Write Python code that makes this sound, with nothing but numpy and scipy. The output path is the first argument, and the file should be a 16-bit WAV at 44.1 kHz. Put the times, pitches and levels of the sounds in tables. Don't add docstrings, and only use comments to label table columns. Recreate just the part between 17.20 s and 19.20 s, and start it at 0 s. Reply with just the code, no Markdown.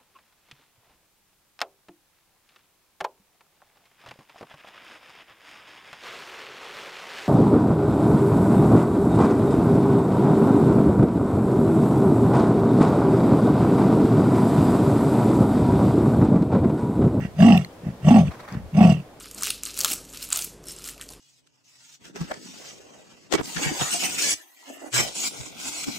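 import sys
import numpy as np
from scipy import signal
from scipy.fft import rfft, irfft, next_fast_len
from scipy.io import wavfile
from scipy.ndimage import uniform_filter1d, map_coordinates

SR = 44100
rng = np.random.default_rng(int(sys.argv[2]) if len(sys.argv) > 2 else 0)


def voltage_ratio(level):
    return 10 ** (np.asarray(level, float) / 20)


def digitize_waveform(pressure):
    field = np.atleast_2d(pressure).T
    bounded = np.clip(field, -1, 1)
    quanta = np.round(bounded * 32767).astype(np.int16)
    wavfile.write(sys.argv[1], SR, quanta)


N = 88200


def unit(x):
    return x / np.sqrt(np.mean(np.abs(x) ** 2) + 1e-20)


def along(points, hz):
    f, v = np.transpose(points)
    return np.interp(np.log(hz + 1), np.log(f + 1), v)


def filtered(x, response):
    m = next_fast_len(N + SR // 2)
    return irfft(rfft(x, m) * response(np.fft.rfftfreq(m, 1 / SR)), m)[..., :N]


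def two_pole(f, time_s):
    return 1 / (1 + 2j * np.pi * f * time_s) ** 2


def wobble(rate):
    knots = rng.standard_normal(int(N * rate / SR) + 4)
    return map_coordinates(knots, [np.arange(N) * rate / SR])


def steady(x):
    return x / np.sqrt(np.abs(uniform_filter1d(x ** 2, round(0.035 * SR))) + 1e-3)


def patchy(x, patchy_db):
    z = signal.stft(x, nperseg=512)[2]
    field = uniform_filter1d(rng.standard_normal(z.shape[-2:]), size=5, axis=0)
    field = uniform_filter1d(field, size=5, axis=1)
    return signal.istft(z * voltage_ratio(patchy_db * unit(field)), nperseg=512)[1][..., :N]


def resonance(x, hz, width_hz):
    turn = np.exp(2j * np.pi * np.cumsum(hz * np.ones(N)) / SR)
    pole = np.exp(-np.pi * abs(width_hz) / SR)
    smooth = signal.lfilter([1], [1, -2 * pole, pole ** 2], x / turn)
    return unit(np.real(turn * smooth))


def hiss(spectrum, alike, patchy_db):
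    pair = patchy(rng.standard_normal((2, N)), patchy_db)

    def mid_side(hz):
        turn = np.arccos(np.clip(along(alike, hz), -1, 1)) / 2
        return voltage_ratio(along(spectrum, hz)) * [np.cos(turn), np.sin(turn)]

    mid, side = filtered(pair, mid_side)
    return unit(np.array([mid + side, mid - side]))


def air():
    # f/Hz, level/dB
    spectrum = [(30, -5), (100, 3.5), (250, 2.5), (500, 3), (850, -2), (1300, -9.5), (4000, -18.5),
                (15700, -28)]
    # f/Hz, left-right likeness
    likeness = [(100, 0.97), (700, 0.79), (2000, 0.13), (10000, 0.051)]
    # t/s, half length/s, level/dB
    wind_puffs = [
        (1.045, 0.014, -38),
        (1.084, 0.029, -31),
        (1.383, 0.052, -47),
        (1.45, 0.039, -38),
        (0.044, 0.17, -44.5),
        (.7, 0.031, -61),
        (1.799, 0.018, -44),
        (1.94, 0.028, -65),
    ]
    t = np.arange(N) / SR
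    swell = sum(voltage_ratio(db) * np.exp(-((t - s) / half_s) ** 2) for s, half_s, db in wind_puffs)
    white = rng.standard_normal((2, N))
    rumble = unit(filtered(white, lambda f: f ** 2 / (1 + (f / 83) ** 5)))
    level = voltage_ratio(-46 + 1.1 * wobble(6.05))
    return level * hiss(spectrum, likeness, patchy_db=0.4) + swell * rumble


def fold_slaps(rate, slap_s):
    jitter_cycles, scatter_db = 0.04065, 4
    cycles = np.cumsum(rate) / SR
    cycles = cycles - np.interp(slap_s, np.arange(N) / SR, cycles)
    chance = rng.standard_normal((200, 2))
    due = np.arange(-100, 100) + jitter_cycles * chance[:, 0]
    at = np.interp(due, cycles, np.arange(N), left=N, right=N).astype(int)
    return np.bincount(at, voltage_ratio(scatter_db * chance[:, 1]), N + 1)[:N], cycles


def mouth_rasp(slaps, puffs):
    # f/Hz, width/Hz, level/dB
    upper_modes = [(1250, 400, -7), (1570, 150, -5), (1850, 400, -7), (2290, 400, -8), (2780, 300, -9),
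                   (3350, 450, -8), (4000, 700, -16), (4750, 500, -15), (5400, 600, -15), (6050, 600, -14),
                   (7000, 900, -22), (8200, 1000, -19), (9300, 800, -26), (12800, 2500, -33)]
    breath_share, sway_depth = 0.77, 0.06

    def mouth(f):
        return sum((-1) ** k * voltage_ratio(db) * 1j * f * w / (c * c - f * f + 1j * f * w)
                   for k, (c, w, db) in enumerate(upper_modes))

    sharp = unit(filtered(slaps, lambda f: 1j * f * (f < 5000)))
    rasp = patchy((1 - breath_share) * sharp + breath_share * puffs, patchy_db=2.5)
    sway = np.clip(wobble(35), -1, 1)
    swaying = 0
    for k in (-1, 0, 1):
        shaped = filtered(rasp, lambda f: mouth(f * (1 + k * sway_depth)))
        swaying = swaying + np.maximum(1 - np.abs(sway - k), 0) * shaped
    return steady(unit(swaying))


def breath(rows, slap_s, width_hz, upper_db, rise_db, nose_db):
    t = np.arange(N) / SR
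    s, *cols = np.transpose(rows)
    effort_db, first_hz, rate = [np.interp(t, s, c) for c in cols]
    effort_db = effort_db - 600 * np.maximum(np.maximum(s[0] - t, t - s[-1]), 0)
    over_db = effort_db + 8.5
    late_s = t - s.mean()

    impulses, cycles = fold_slaps(rate, slap_s)
    gate = unit(filtered(impulses, lambda f: two_pole(f, 0.0071))) + 0.3
    rasp_gate = 0.9 + unit(filtered(impulses, lambda f: two_pole(f, 0.0038)))
    puffs = unit(rng.standard_normal(N) * rasp_gate)
    noise = [unit(gate * n) for n in rng.standard_normal((3, N))]
    slaps = unit(filtered(impulses, lambda f: 1j * f * two_pole(f, 0.0018)))

    def ring(hz, width, share, n):
        return steady((1 - share) * resonance(slaps, hz, width) + share * resonance(n, hz, width))

    from_slap = np.minimum(cycles % 1, 1 - cycles % 1)
    depth = np.clip(0.45 + 0.6 * wobble(40.17), 0, 1)
    leak = 1 - depth * np.exp(-(from_slap / 0.16) ** 2)
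    low = steady(leak * ring(first_hz, width_hz, 0.3, noise[0]))
    low = low + voltage_ratio(-13.5) * ring(104, 29.6, 0.34, noise[0])
    low = low + voltage_ratio(nose_db) * ring(1720, 600, 0.62, noise[2])
    low = low + voltage_ratio(-27) * ring(399, 130, 0.44, noise[2])

    second_hz = 708 + 0.93 * (first_hz - 200) + 40 * wobble(30.95)
    second = ring(second_hz, 90, 0.6, noise[1])
    second = second + voltage_ratio(0.5) * ring(710 + first_hz - 200, 200, 0.6, noise[0])
    second_db = -13.5 - 12.0 + 1.68 * over_db - 8 * late_s + 1.83 * wobble(34.97)
    third = ring(1133.7, 44, 0.62, noise[2])
    third_db = -39 + 1.6 * over_db

    tongue_db = -9 + 4 * wobble(60.2)
    tongue = ring(2767 + 70 * wobble(29.7), 190, 0.68, noise[1])
    upper = mouth_rasp(slaps, puffs) + voltage_ratio(tongue_db) * tongue
    upper_db = upper_db - 11.0 + 0.94 * over_db + rise_db * late_s + 1.67 * wobble(24.46)
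    return voltage_ratio(effort_db) * low + voltage_ratio(second_db) * second + voltage_ratio(third_db) * third + voltage_ratio(upper_db) * upper


def smacks():
    # t/s, peak level/dB, f/Hz
    wet_smacks = [(0.204, -22.5, 1690), (0.225, -26, 1600), (.228, -29, 3250), (0.036, -35, 2820),
                  (.264, -20.5, 2760), (.284, -27, 3140), (.302, -24, 2820), (.321, -16.5, 2790),
                  (.343, -28, 2720), (.345, -38, 4900), (0.881, -30, 3000), (.883, -29.5, 5810),
                  (0.901, -36, 3120), (0.962, -29, 2750), (0.999, -33, 2700), (1.08, -33, 2780),
                  (1.57, -32.5, 5570), (1.589, -29.5, 2370), (1.608, -32, 3490), (1.650, -23, 2650),
                  (1.651, -37, 5830), (1.673, -20, 2826), (1.697, -30.5, 4820), (1.738, -29, 2880),
                  (1.758, -36.5, 2840), (1.78, -39, 2840), (1.801, -41.5, 2860)]
    t60_s, rise_s, spread_share = 0.018, 0.0014, 0.07
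    out, t = np.zeros(N), np.arange(1500) / SR
    chance = rng.standard_normal((len(wet_smacks), 2, 3, 1))
    for (s, db, hz), (spread, phase) in zip(wet_smacks, chance):
        ring = np.sin(2 * np.pi * hz * (1 + spread_share * spread) * t + 2 * phase).sum(axis=0)
        decay = voltage_ratio(db - 3.5 - 60 * t / t60_s)
        out[round(s * SR):][:1500] += decay * (1 - np.exp(-t / rise_s)) * ring
    return out


def leopard():
    # t/s, effort level/dB, lowest throat resonance f/Hz, fold slaps per s
    gasps = [
        [(0.0, -27, 170, 64), (0.056, -24.5, 161, 65.4), (0.07, -35, 148, 60), (0.1, -45.5, 173, 68)],
        [(0.62, -46, 174, 60), (0.654, -26, 169, 56.7), (0.682, -21.5, 150, 57.3), (0.77, -49.5, 158, 61)],
        [(1.31, -50, 156, 60), (1.322, -31.5, 159, 60), (1.372, -24, 149, 60), (1.44, -49, 164, 57)],
    ]
    # t/s, effort level/dB, lowest throat resonance f/Hz, fold slaps per s
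    saws = [
        [(.141, -49, 149, 48.2), (.179, -26, 157, 47.6), (.201, -12, 170.5, 49.2), (.225, -6.5, 184, 50.4),
         (.273, -9, 256, 49.9), (.311, -8.5, 208.3, 48), (.361, -11.5, 177.4, 47), (.411, -23, 159, 44.5),
         (.481, -47.5, 156, 43)],
        [(.801, -51, 151, 45.2), (.839, -23, 143.5, 42.8), (.887, -5.5, 181, 52), (.926, -9.5, 240, 56.4),
         (.961, -8, 214.6, 51.2), (1.006, -10.5, 177.4, 38.6), (1.041, -19, 154.4, 51),
         (1.096, -25.5, 163.6, 46), (1.126, -70, 152, 59)],
        [(1.511, -75, 150, 40), (1.536, -24, 167, 43.6), (1.566, -15.5, 156.3, 47.2),
         (1.589, -9.5, 207.7, 51.5), (1.641, -7, 199.5, 49), (1.716, -12.5, 169, 38.8),
         (1.749, -21.5, 152, 39.8), (1.811, -31, 149.7, 38.7), (1.856, -69, 148, 66)],
    ]
    # f/Hz, left-right level/dB
    lean = [(60, 2), (200, -0.2), (700, -1.5), (1300, -3.5), (2400, -15.5), (4400, -0.5), (8000, -5),
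            (15000, 1.5)]
    # f/Hz, left-right phase/rad
    lead = [(200, -.15), (700, -.25), (1300, -1.3), (2600, -1.4), (5000, -1.7), (9000, -.9), (14000, -1)]
    # f/Hz, T60/s
    bush_t60 = [(150, .2), (1000, .12), (2500, .07), (6000, .065)]
    # f/Hz, level/dB
    bush_db = [(150, -27.5), (800, -19), (2500, -3.5), (5000, 5), (10000, 4.5)]

    first_slap_s = (0.161, 0.822, 1.522, 0.0029, 0.631, 1)
    width_hz = (40, 40, 40, 114, 114, 114)
    upper_db = (-26, -28.5, -29, -28, -34.5, -39)
    rise_db = (8, -9, 1.5, -27, -3, -8)
    nose_db = (-60, -60, -60, -21, -32.5, -28)
    breaths = zip(saws + gasps, first_slap_s, width_hz, upper_db, rise_db, nose_db)
    voice = sum(breath(*b) for b in breaths) + smacks()
    voice = filtered(voice, lambda f: (1j * f / (77.3 + 1j * f)) ** 2)

    def ports(f):
        half = voltage_ratio(along(lean, f) / 2) * np.exp(0.5j * along(lead, f))
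        return np.array([half, 1 / half])

    hz, t, z = signal.stft(rng.standard_normal((2, SR // 3)), SR, nperseg=256)
    decay = voltage_ratio(-60 * t / along(bush_t60, hz)[:, None])
    tail = signal.istft(z * decay, SR, nperseg=256)[1]
    wet = signal.fftconvolve(voice[None], tail / np.linalg.norm(tail[0]), axes=1)[:, :N]
    wet = filtered(wet, lambda f: voltage_ratio(along(bush_db, f)) * np.abs(ports(f)))
    return filtered(voice, ports) + wet


def ticks():
    # t/s, peak level/dB, f/Hz, left-right level/dB
    tick_rows = [(0.3752, -20, 3450, -13), (0.377, -8.5, 2670, -4.5), (.378, -26.5, 3900, -2),
                 (.4475, -23, 4270, -5.5), (.447, -27, 2040, 16), (.448, -33.5, 6300, 0),
                 (0.447, -40.5, 8500, -2), (.448, -33.5, 1300, -0.5), (.448, -36.5, 3100, 0),
                 (1.118, -47, 3900, -6), (1.206, -40.5, 4330, -12), (1.287, -38, 3450, -4),
                 (1.313, -40.5, 2830, -1), (1.324, -33.5, 5000, 4.5), (1.325, -35.5, 6500, 0),
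                 (.713, -41.5, 700, 0), (1.8, -36.5, 900, -1)]
    t60_s, rise_s, snap_db, snap_t60_s = 0.01, 0.0006, -19, 0.005
    out, t = np.zeros((2, N)), np.arange(900) / SR
    port_phase = np.array([[0], [2.2]])
    for s, db, hz, pan_db in tick_rows:
        ring = np.sin(2 * np.pi * hz * t + port_phase) * voltage_ratio(-60 * t / t60_s) * (1 - np.exp(-t / rise_s))
        snap = voltage_ratio(snap_db - 60 * t / snap_t60_s) * np.diff(rng.standard_normal((2, 901)))
        level = voltage_ratio(db + np.array([[pan_db], [-pan_db]]) / 2)
        out[:, round(s * SR):][:, :900] += level * (ring + snap)
    return out


def shutter():
    # t/s, level/dB, length/s
    stroke_rows = [
        (1.108, -49.5, 0.052),
        (1.192, -49.5, 0.071),
        (1.277, -45.5, 0.081),
    ]
    # f/Hz, level/dB
    tone = [(210, -48), (350, -10), (1040, 3), (2070, -3.5), (3020, -18), (4260, -16.5), (9970, -29),
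            (15000, -32)]
    whirr_on_s, whirr_off_s = 1.04, 1.41
    t = np.arange(N) / SR

    def clack(s, db):
        return voltage_ratio(db - 60 * np.maximum(t - s, 0) / 0.024) * np.clip((t - s) / 0.0058, 0, 1)

    strokes = 0
    for s, db, long_s in stroke_rows:
        run = np.clip(np.minimum(t - s, s + long_s - t) / 0.008, 0, 1)
        latch = clack(s + 0.0079, 17.5)
        stop = clack(s + long_s - 0.016, 12)
        strokes = strokes + voltage_ratio(db) * (run + clack(s, 14.5) + latch + stop)
    whirr = voltage_ratio(-54) * np.clip(np.minimum(t - whirr_on_s, whirr_off_s - t) / 0.025, 0, 1)
    rattle = voltage_ratio(1.3 * wobble(70.1))
    return (strokes + whirr) * rattle * hiss(tone, [(600, 1.0), (2500, 0.3)], patchy_db=2.0)


def scene():
    return air() + leopard() + ticks() + shutter()


def roll_off(x):
    return signal.sosfilt(signal.butter(12, 15770, fs=SR, output="sos"), x)


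def record(dry):
    limited = dry / (1 + np.abs(dry / 0.95) ** 8) ** (1 / 8)
    mix = filtered(limited, lambda f: f < 15800)
    return roll_off(mix)


dry = scene()
out = record(dry)
digitize_waveform(out)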